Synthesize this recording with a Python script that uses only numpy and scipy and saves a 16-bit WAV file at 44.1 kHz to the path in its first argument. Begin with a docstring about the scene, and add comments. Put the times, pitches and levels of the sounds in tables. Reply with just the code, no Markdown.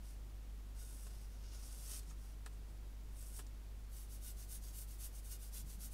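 """A felt-tip marker, heard close up, draws a small oval on paper lying on a table, then fills it in
with quick back-and-forth strokes. The sliding nib plucks paper fibres, which ring the sheet and the pen.
Now and then the pen ticks, the nib squeaks or the hand thuds on the table. The marker reaches one
microphone with short echoes off the hand and table; behind it lie the mains hum and low rumble
of a quiet room."""
import sys
import numpy as np
from scipy import signal
from scipy.fft import rfft, irfft
from scipy.io import wavfile
from scipy.ndimage import map_coordinates

SR = 44100
rng = np.random.default_rng(int(sys.argv[2]) if len(sys.argv) > 2 else 0)


def waveform_to_disk(signal):
    """Save audio, clipped to [-1, 1], as 16-bit WAV at the path in sys.argv[1]."""
    frames = np.transpose(np.atleast_2d(signal))
    scaled = np.clip(frames, -1, 1) * 32767
    samples = np.round(scaled).astype(np.int16)
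    wavfile.write(sys.argv[1], SR, samples)


N = 261853
TIME = np.arange(N) / SR

# the oval, one slow line down one side and up the other: (time [s], hiss level [dB], relative rasp [dB])
OVAL_DOWNSTROKE = [(0.745, -80, -3), (0.812, -62.5, -3), (0.885, -63, -7.5), (1.04, -64.5, -5.5),
                   (1.11, -70, 0.5), (1.246, -71.5, 0.5), (1.286, -82, 0), (1.33, -74, 2.5), (1.4, -83, 5),
                   (1.44, -74.5, 8)]
OVAL_UPSTROKE = [(1.5, -76.5, 8), (1.545, -64.5, 3), (1.585, -67.5, 2.5), (1.668, -60.5, -3),
                 (1.695, -65.5, 0), (1.73, -62, -2), (1.835, -60.5, -4.5), (1.92, -52, -4),
                 (1.992, -54.5, -4), (2.004, -70, -1), (2.03, -73, 0)]
# short separate marks: (start [s], fastest [s], end [s], hiss level [dB], relative rasp [dB])
SHORT_MARKS = [(0.01, 0.068, 0.2, -68, -2), (2.024, 2.098, 2.16, -69, -0.5), (2.13, 2.25, 2.39, -72, -1.5),
               (3.1, 3.227, 3.41, -61.5, -8.5), (3.307, 3.38, 3.422, -56.5, -9),
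               (3.40, 3.425, 3.43, -71, 3), (3.807, 3.846, 3.7, -69, -5)]
# filling strokes, light and firm in turn:
# (start [s], fastest [s], end [s], level [dB], relative rasp [dB], share on the side of the nib [0-1])
FILL_STROKES = [(3.88, 3.995, 4.07, -60.5, -2, .6), (4.078, 4.133, 4.192, -61, -.5, .8),
                (4.2, 4.278, 4.34, -53.7, -1, .1), (4.355, 4.412, 4.468, -60.3, 1.3, .8),
                (4.469, 4.538, 4.597, -51.7, -2, .1), (4.598, 4.675, 4.728, -61.3, 1.8, .8),
                (4.715, 4.785, 4.862, -52.2, -3, .1), (4.858, 4.928, 4.978, -61.2, -1, .8),
                (4.972, 5.034, 5.1, -52, -.5, .1), (5.115, 5.178, 5.218, -60.7, -.3, .7),
                (5.221, 5.275, 5.33, -58.7, -2.5, .3), (5.29, 5.325, 5.38, -53.5, .3, .1),
                (5.382, 5.433, 5.507, -59.4, -1, .6), (5.512, 5.574, 5.636, -50.8, 1, .1),
                (5.646, 5.712, 5.772, -58.8, .5, .8), (5.779, 5.85, 5.898, -52.9, 0, .1),
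                (5.895, 5.97, 6.04, -55, -.5, .8)]
# colour of the rubbing when drawing and when filling: (frequency [Hz], gain [dB])
DRAW_SPECTRUM = [(500, -10), (1500, -10.5), (2050, -12), (2700, -10.5), (4200, -6), (5600, -1.2),
                 (6450, -2.5), (7100, -5.5), (7700, -3.7), (8700, 0), (9250, -2), (10100, -0.5),
                 (10700, -8.5), (11900, -3), (13100, -13), (15500, -11.5)]
FILL_SPECTRUM = [(500, -21.5), (1500, -14.5), (2100, -14), (3000, -12), (4200, -7.5), (5200, -6.5),
                 (6000, -3.5), (7100, -5), (8200, -3), (9200, 1.5), (10100, -1.5), (10600, -4),
                 (11800, 0.5), (13200, -6), (14100, -11), (15200, -6.5)]
# resonances and notches of pen and sheet: (frequency [Hz], width [Hz], lift [dB])
SHEET_RINGS = [(1464, 100, 8), (2600, 100, 3), (2870, 120, 7.5), (3720, 130, 8), (3870, 100, -12),
               (4660, 160, 1.5), (4920, 80, 4.5), (5370, 80, 3), (5706, 70, 5.5), (6560, 100, 6),
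               (6950, 300, -3), (7642, 60, 5.5), (8690, 60, 2), (9700, 50, 2.5), (10143, 50, 3.5),
               (10730, 210, -3), (10950, 130, 4), (11720, 90, 3.5), (11920, 90, 2.5), (13100, 140, -6)]  # narrow, in every stroke
FIRM_HAND_RINGS = [(2570, 220, 7), (3030, 220, 7.5), (5230, 160, 4), (6400, 400, 2)]  # brought out by a firm hand
LIGHT_HAND_DIP = [(3650, 140, -1.5)]  # barely stirred by a light hand
NIB_SIDE_RINGS = [(4560, 900, 4), (6230, 450, 3), (7850, 1100, 2.5), (15400, 1000, 5.5)]  # broad, from the nib dragged on its side
# pen ticks: (time [s], knock level [dB], scuff level [dB], scuff decay [s])
PEN_TICKS = [(1.066, -59.5, -80, 0.014), (2.031, -72, -61, 0.0057), (2.098, -73, -64, .002),
             (2.11, -62.5, -60, .002), (2.4586, -83, -59, .002), (2.462, -53.3, -50.5, 0.0028),
             (2.467, -61, -64, .003), (2.525, -90, -69, 0.022), (2.685, -80, -71, .03),
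             (3.3913, -55.5, -52, 0.0082), (3.398, -66, -64, .003), (3.466, -78, -61, .006)]
# modes of the pen against the table: (frequency [Hz], relative level [dB], t60 [s])
PEN_MODES = [(425, -1.5, 0.069), (570, -6, 0.032), (741, 0, 0.035), (910, 2, 0.03), (950, -5, 0.026),
             (1091, -1, 0.034), (1320, 4.5, 0.043), (1680, -0.5, 0.057), (1810, -5, 0.03),
             (2020, -12, 0.015), (2560, 5.5, 0.022)]
# colour of the table top's dry crack and of the nib's scuff: (frequency [Hz], gain [dB])
CRACK_SPECTRUM = [(300, -3.5), (650, -5), (950, -0.5), (1600, -4), (2600, -10.5), (3100, -13), (8000, -26)]
SCUFF_SPECTRUM = [(1000, -24), (3500, -2.5), (5000, -3), (6000, -5), (7300, 1), (8400, 4.5), (10500, -6),
                  (15500, -12)]
# squeaks of the stopping nib: (time [s], half length [s], pitch [Hz], level [dB])
NIB_SQUEAKS = [(2.105, .0045, 6480, -62), (3.468, .002, 6000, -64)]
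# the hand shifting on the table: (time [s], level [dB], half length [s], pitch [Hz])
HAND_THUDS = [(2.114, -62, 0.021, 154), (5.6, -65, 0.014, 212), (5.645, -56.5, 0.016, 116),
              (5.69, -67, .02, 180), (5.656, -68.5, .02, 260), (5.785, -62.5, 0.012, 174),
              (5.859, -65.5, 0.019, 228)]
# mains hum: (harmonic [number], rms level [dB])
HUM_HARMONICS = [(1, -49), (2, -67), (4, -80), (5, -82.5), (7, -96)]
# colour of the room tone: (frequency [Hz], gain [dB])
ROOM_SPECTRUM = [(8, -7), (18, -.5), (35, -4), (70, -8), (120, -13.5), (180, -17), (250, -18.5), (400, -23),
                 (700, -27.5), (1500, -32.5), (3000, -35), (7000, -38), (12000, -39.5), (15500, -41)]


def drawing(oval_trim_db=-0.3, rasp_trim_db=-0.9, speed_power=1.7, light_db=-62, firm_db=-53):
    """Oval and marks: hiss follows nib speed, rasp also direction; a firm hand rings the sheet more."""
    fibres = friction(snaps_per_s=8000, spread_db=2.8, catch_db=1.4, catch_hz=600, drag_db=.5, drag_hz=80)
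    times, hiss_db, rasp_db = np.vstack([OVAL_DOWNSTROKE, OVAL_UPSTROKE]).T
    firmness = np.clip((np.interp(TIME, times, hiss_db) - light_db) / (firm_db - light_db), 0, 1)
    skimming = sheet(fibres, DRAW_SPECTRUM, SHEET_RINGS + LIGHT_HAND_DIP, depth=0.92)
    digging = sheet(fibres[::-1], DRAW_SPECTRUM, SHEET_RINGS + FIRM_HAND_RINGS, depth=0.89)
    rasp, hiss = rasp_and_hiss(np.sqrt(1 - firmness) * skimming + np.sqrt(firmness) * digging)
    rasp, hiss = undb(rasp_trim_db) * unit(rasp), unit(hiss)
    oval_gain = np.interp(TIME, times, undb(hiss_db + oval_trim_db), left=0, right=0)
    out = oval_gain * (hiss + undb(np.interp(TIME, times, rasp_db)) * rasp)
    for start, fastest, end, db, mark_rasp_db in SHORT_MARKS:
        gain = undb(db) * nib_speed(start, fastest, end) ** speed_power
        out += gain * (hiss + undb(mark_rasp_db) * rasp)
    return out


def filling(speed_power=1.37, drag_db=-73, firm_db=-55, brightening=0.052, trim_db=-0.26, rasp_db=-0.5):
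    """Back-and-forth strokes, coloured by their direction; the nib still drags faintly at the turns."""
    fibres = friction(snaps_per_s=10000, spread_db=1, catch_db=1, catch_hz=590, drag_db=1, drag_hz=95)
    tip = sheet(fibres, FILL_SPECTRUM, SHEET_RINGS)
    side = sheet(fibres[::-1], FILL_SPECTRUM, SHEET_RINGS + NIB_SIDE_RINGS)
    tip_rasp, tip_hiss = rasp_and_hiss(tip)
    side_rasp, side_hiss = rasp_and_hiss(side)
    touch_down = np.interp(TIME, FILL_STROKES[0][:2], [0, 1])
    out = undb(drag_db) * touch_down * side
    for start, fastest, end, db, stroke_rasp_db, on_side in FILL_STROKES:
        gain = undb(db + trim_db) * nib_speed(start, fastest, end) ** speed_power
        # the rasp grows more slowly than the hiss, so fast strokes are brighter
        rasp_gain = undb(rasp_db + stroke_rasp_db) * (gain / undb(firm_db) + 1e-3) ** -brightening
        from_tip = np.sqrt(1 - on_side) * (tip_hiss + rasp_gain * tip_rasp)
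        from_side = np.sqrt(on_side) * (side_hiss + rasp_gain * side_rasp)
        out += gain * (from_tip + from_side)
    return out


def nib_speed(start, fastest, end):
    """A stroke speeds up from rest and slows to rest again; 1 at its fastest."""
    return np.sin(np.pi / 2 * np.interp(TIME, [start, fastest, end], [0, 1, 0]))


def friction(snaps_per_s, spread_db, catch_db, catch_hz, drag_db, drag_hz):
    """Fibres snap free under the nib in a dense stream, bunching as the felt catches and slips."""
    snaps = rng.random(N) < snaps_per_s / SR
    size = rng.choice([-1, 1], N) * undb(spread_db * np.minimum(rng.exponential(size=N), 5))
    return snaps * size * undb(catch_db * wander(catch_hz) + drag_db * wander(drag_hz))


def sheet(fibres, spectrum, rings, depth=0.95, pitch_sway=.003):
    """Fibres ring sheet and pen; as the nib travels, the resonances come and go and slide in pitch."""
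    plain, rung = colour(fibres, spectrum), colour(fibres, spectrum, rings)
    ring_depth = np.clip(depth + 0.3 * wander(rate_hz=7), 0, 1.3)
    rubbing = plain + ring_depth * (rung - plain)
    position = np.cumsum(1 + pitch_sway * wander(rate_hz=9))
    return unit(map_coordinates(rubbing, [position], order=5, mode="mirror"))


def rasp_and_hiss(rubbing, split_hz=7100):
    """Part the rubbing into the sheet's lower rasp and the fibres' high hiss."""
    rasp = signal.sosfiltfilt(signal.butter(6, split_hz, fs=SR, output="sos"), rubbing)
    return rasp, rubbing - rasp


def pen_ticks(contact_s=0.001, energy_s=0.0065, modes_db=-4.5, crack_db=1, crack_s=0.0052):
    """A brief push knocks the table with a dry crack and rings the pen, while the nib scuffs the paper."""
    age = TIME[:SR // 5]
    knock = sum(undb(db - 60 * age / t60) * np.sin(2 * np.pi * hz * age + rng.uniform(0, 2 * np.pi))
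                for hz, db, t60 in PEN_MODES)
    knock *= 1 - np.exp(-age / contact_s)
    knock *= undb(modes_db) / np.sqrt(np.sum(knock ** 2) / (energy_s * SR))
    pushes, crack_gain, scuff_gain = np.zeros((3, N))
    for at, knock_db, scuff_db, scuff_s in PEN_TICKS:
        pushes[int(at * SR)] += undb(knock_db)
        crack_gain += undb(knock_db + crack_db) * (TIME >= at) * np.exp(-np.abs(TIME - at) / crack_s)
        scuff_gain += undb(scuff_db) * (TIME >= at) * np.exp(-np.abs(TIME - at) / scuff_s)
    knocks = signal.fftconvolve(pushes, knock)[:N]
    return knocks + crack_gain * noise(CRACK_SPECTRUM) + scuff_gain * noise(SCUFF_SPECTRUM)


def nib_squeaks(wobble_rad=1.7):
    """The felt sticks and slips for an instant in a rough, high chirp."""
    roughness = wobble_rad * wander(rate_hz=1200)
    return sum(swell(at, half_s, db) * np.sin(2 * np.pi * hz * TIME + roughness)
               for at, half_s, hz, db in NIB_SQUEAKS)


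def hand_thuds(wobble_rad=0.78):
    """Each soft push of the hand sets the table top swinging for a few cycles."""
    drift = wobble_rad * wander(rate_hz=80)
    return sum(swell(at, half_s, db) * np.sin(2 * np.pi * hz * (TIME - at) + drift)
               for at, db, half_s, hz in HAND_THUDS)


def hand_echo(rubbing, share=0.25, lag_s=.0014, sway_s=0.00012):
    """The hand reflects the rubbing to the microphone; as it moves, the ripple in the colour slides."""
    position = np.arange(N) - SR * (lag_s + sway_s * wander(rate_hz=5))
    echo = map_coordinates(rubbing, [position], order=3)
    return (rubbing + share * echo) / np.hypot(1, share)


def table_echoes(direct, wet_db=-6, t60=0.044, count=120):
    """Short echoes off the table and things near it ripple the spectrum at the microphone."""
    lag_s = rng.uniform(.004, .06, count)
    size = rng.standard_normal(count) * undb(-60 * lag_s / t60)
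    response = np.zeros(SR // 10)
    response[(lag_s * SR).astype(int)] = undb(wet_db) * size / np.linalg.norm(size)
    return direct + signal.fftconvolve(direct, response)[:N]


def room_tone(mains_hz=50, noise_db=-58.5):
    """The room behind the table: steady mains hum over a low rumble and faint hiss."""
    hum = sum(np.sqrt(2) * undb(db) * np.sin(2 * np.pi * (harmonic * mains_hz * TIME + rng.random()))
              for harmonic, db in HUM_HARMONICS)
    return hum + undb(noise_db) * noise(ROOM_SPECTRUM)


def colour(x, spectrum, rings=()):
    """Causal filter through the points of a spectrum, with resonances on top."""
    hz = np.arange(N + 1) * SR / (2 * N)
    point_hz, point_db = np.transpose(spectrum)
    db = np.interp(np.log(hz + 1), np.log(point_hz), point_db)
    for centre, width, lift in rings:
        db += lift / (1 + (2 * (hz - centre) / width) ** 2)
    cepstrum = irfft(np.log(undb(db)))
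    cepstrum[1:N] *= 2  # fold to minimum phase: ringing follows each snap
    cepstrum[N + 1:] = 0
    return irfft(rfft(x, 2 * N) * np.exp(rfft(cepstrum)))[:N]


def noise(spectrum):
    """Coloured noise at rms 1."""
    return unit(colour(rng.standard_normal(N), spectrum))


def swell(at, half_s, db):
    """Bell-shaped envelope that brings a sine to the given rms level at its peak."""
    return np.sqrt(2) * undb(db) * np.exp(-.5 * ((TIME - at) / half_s) ** 2)


def wander(rate_hz, count=8192):
    """Smooth random motion at rms 1."""
    return unit(np.interp(TIME * rate_hz, np.arange(count), rng.standard_normal(count)))


def undb(db):
    """Decibels to gain."""
    return 10 ** (np.asarray(db) / 20)


def unit(x):
    """Scale to rms 1."""
    return x / np.sqrt(np.mean(x ** 2))


def scene():
    """One microphone near the table: the marker and its close echoes in front, the room behind."""
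    rubbing = hand_echo(drawing() + filling())
    marker = table_echoes(rubbing + pen_ticks() + nib_squeaks())
    return (marker + hand_thuds() + room_tone())[None]


def record(dry, top_hz=15650):
    """The recorder cuts the top steeply."""
    return signal.sosfilt(signal.ellip(12, .1, 80, top_hz, fs=SR, output="sos"), dry)


dry = scene()
out = record(dry)
waveform_to_disk(out)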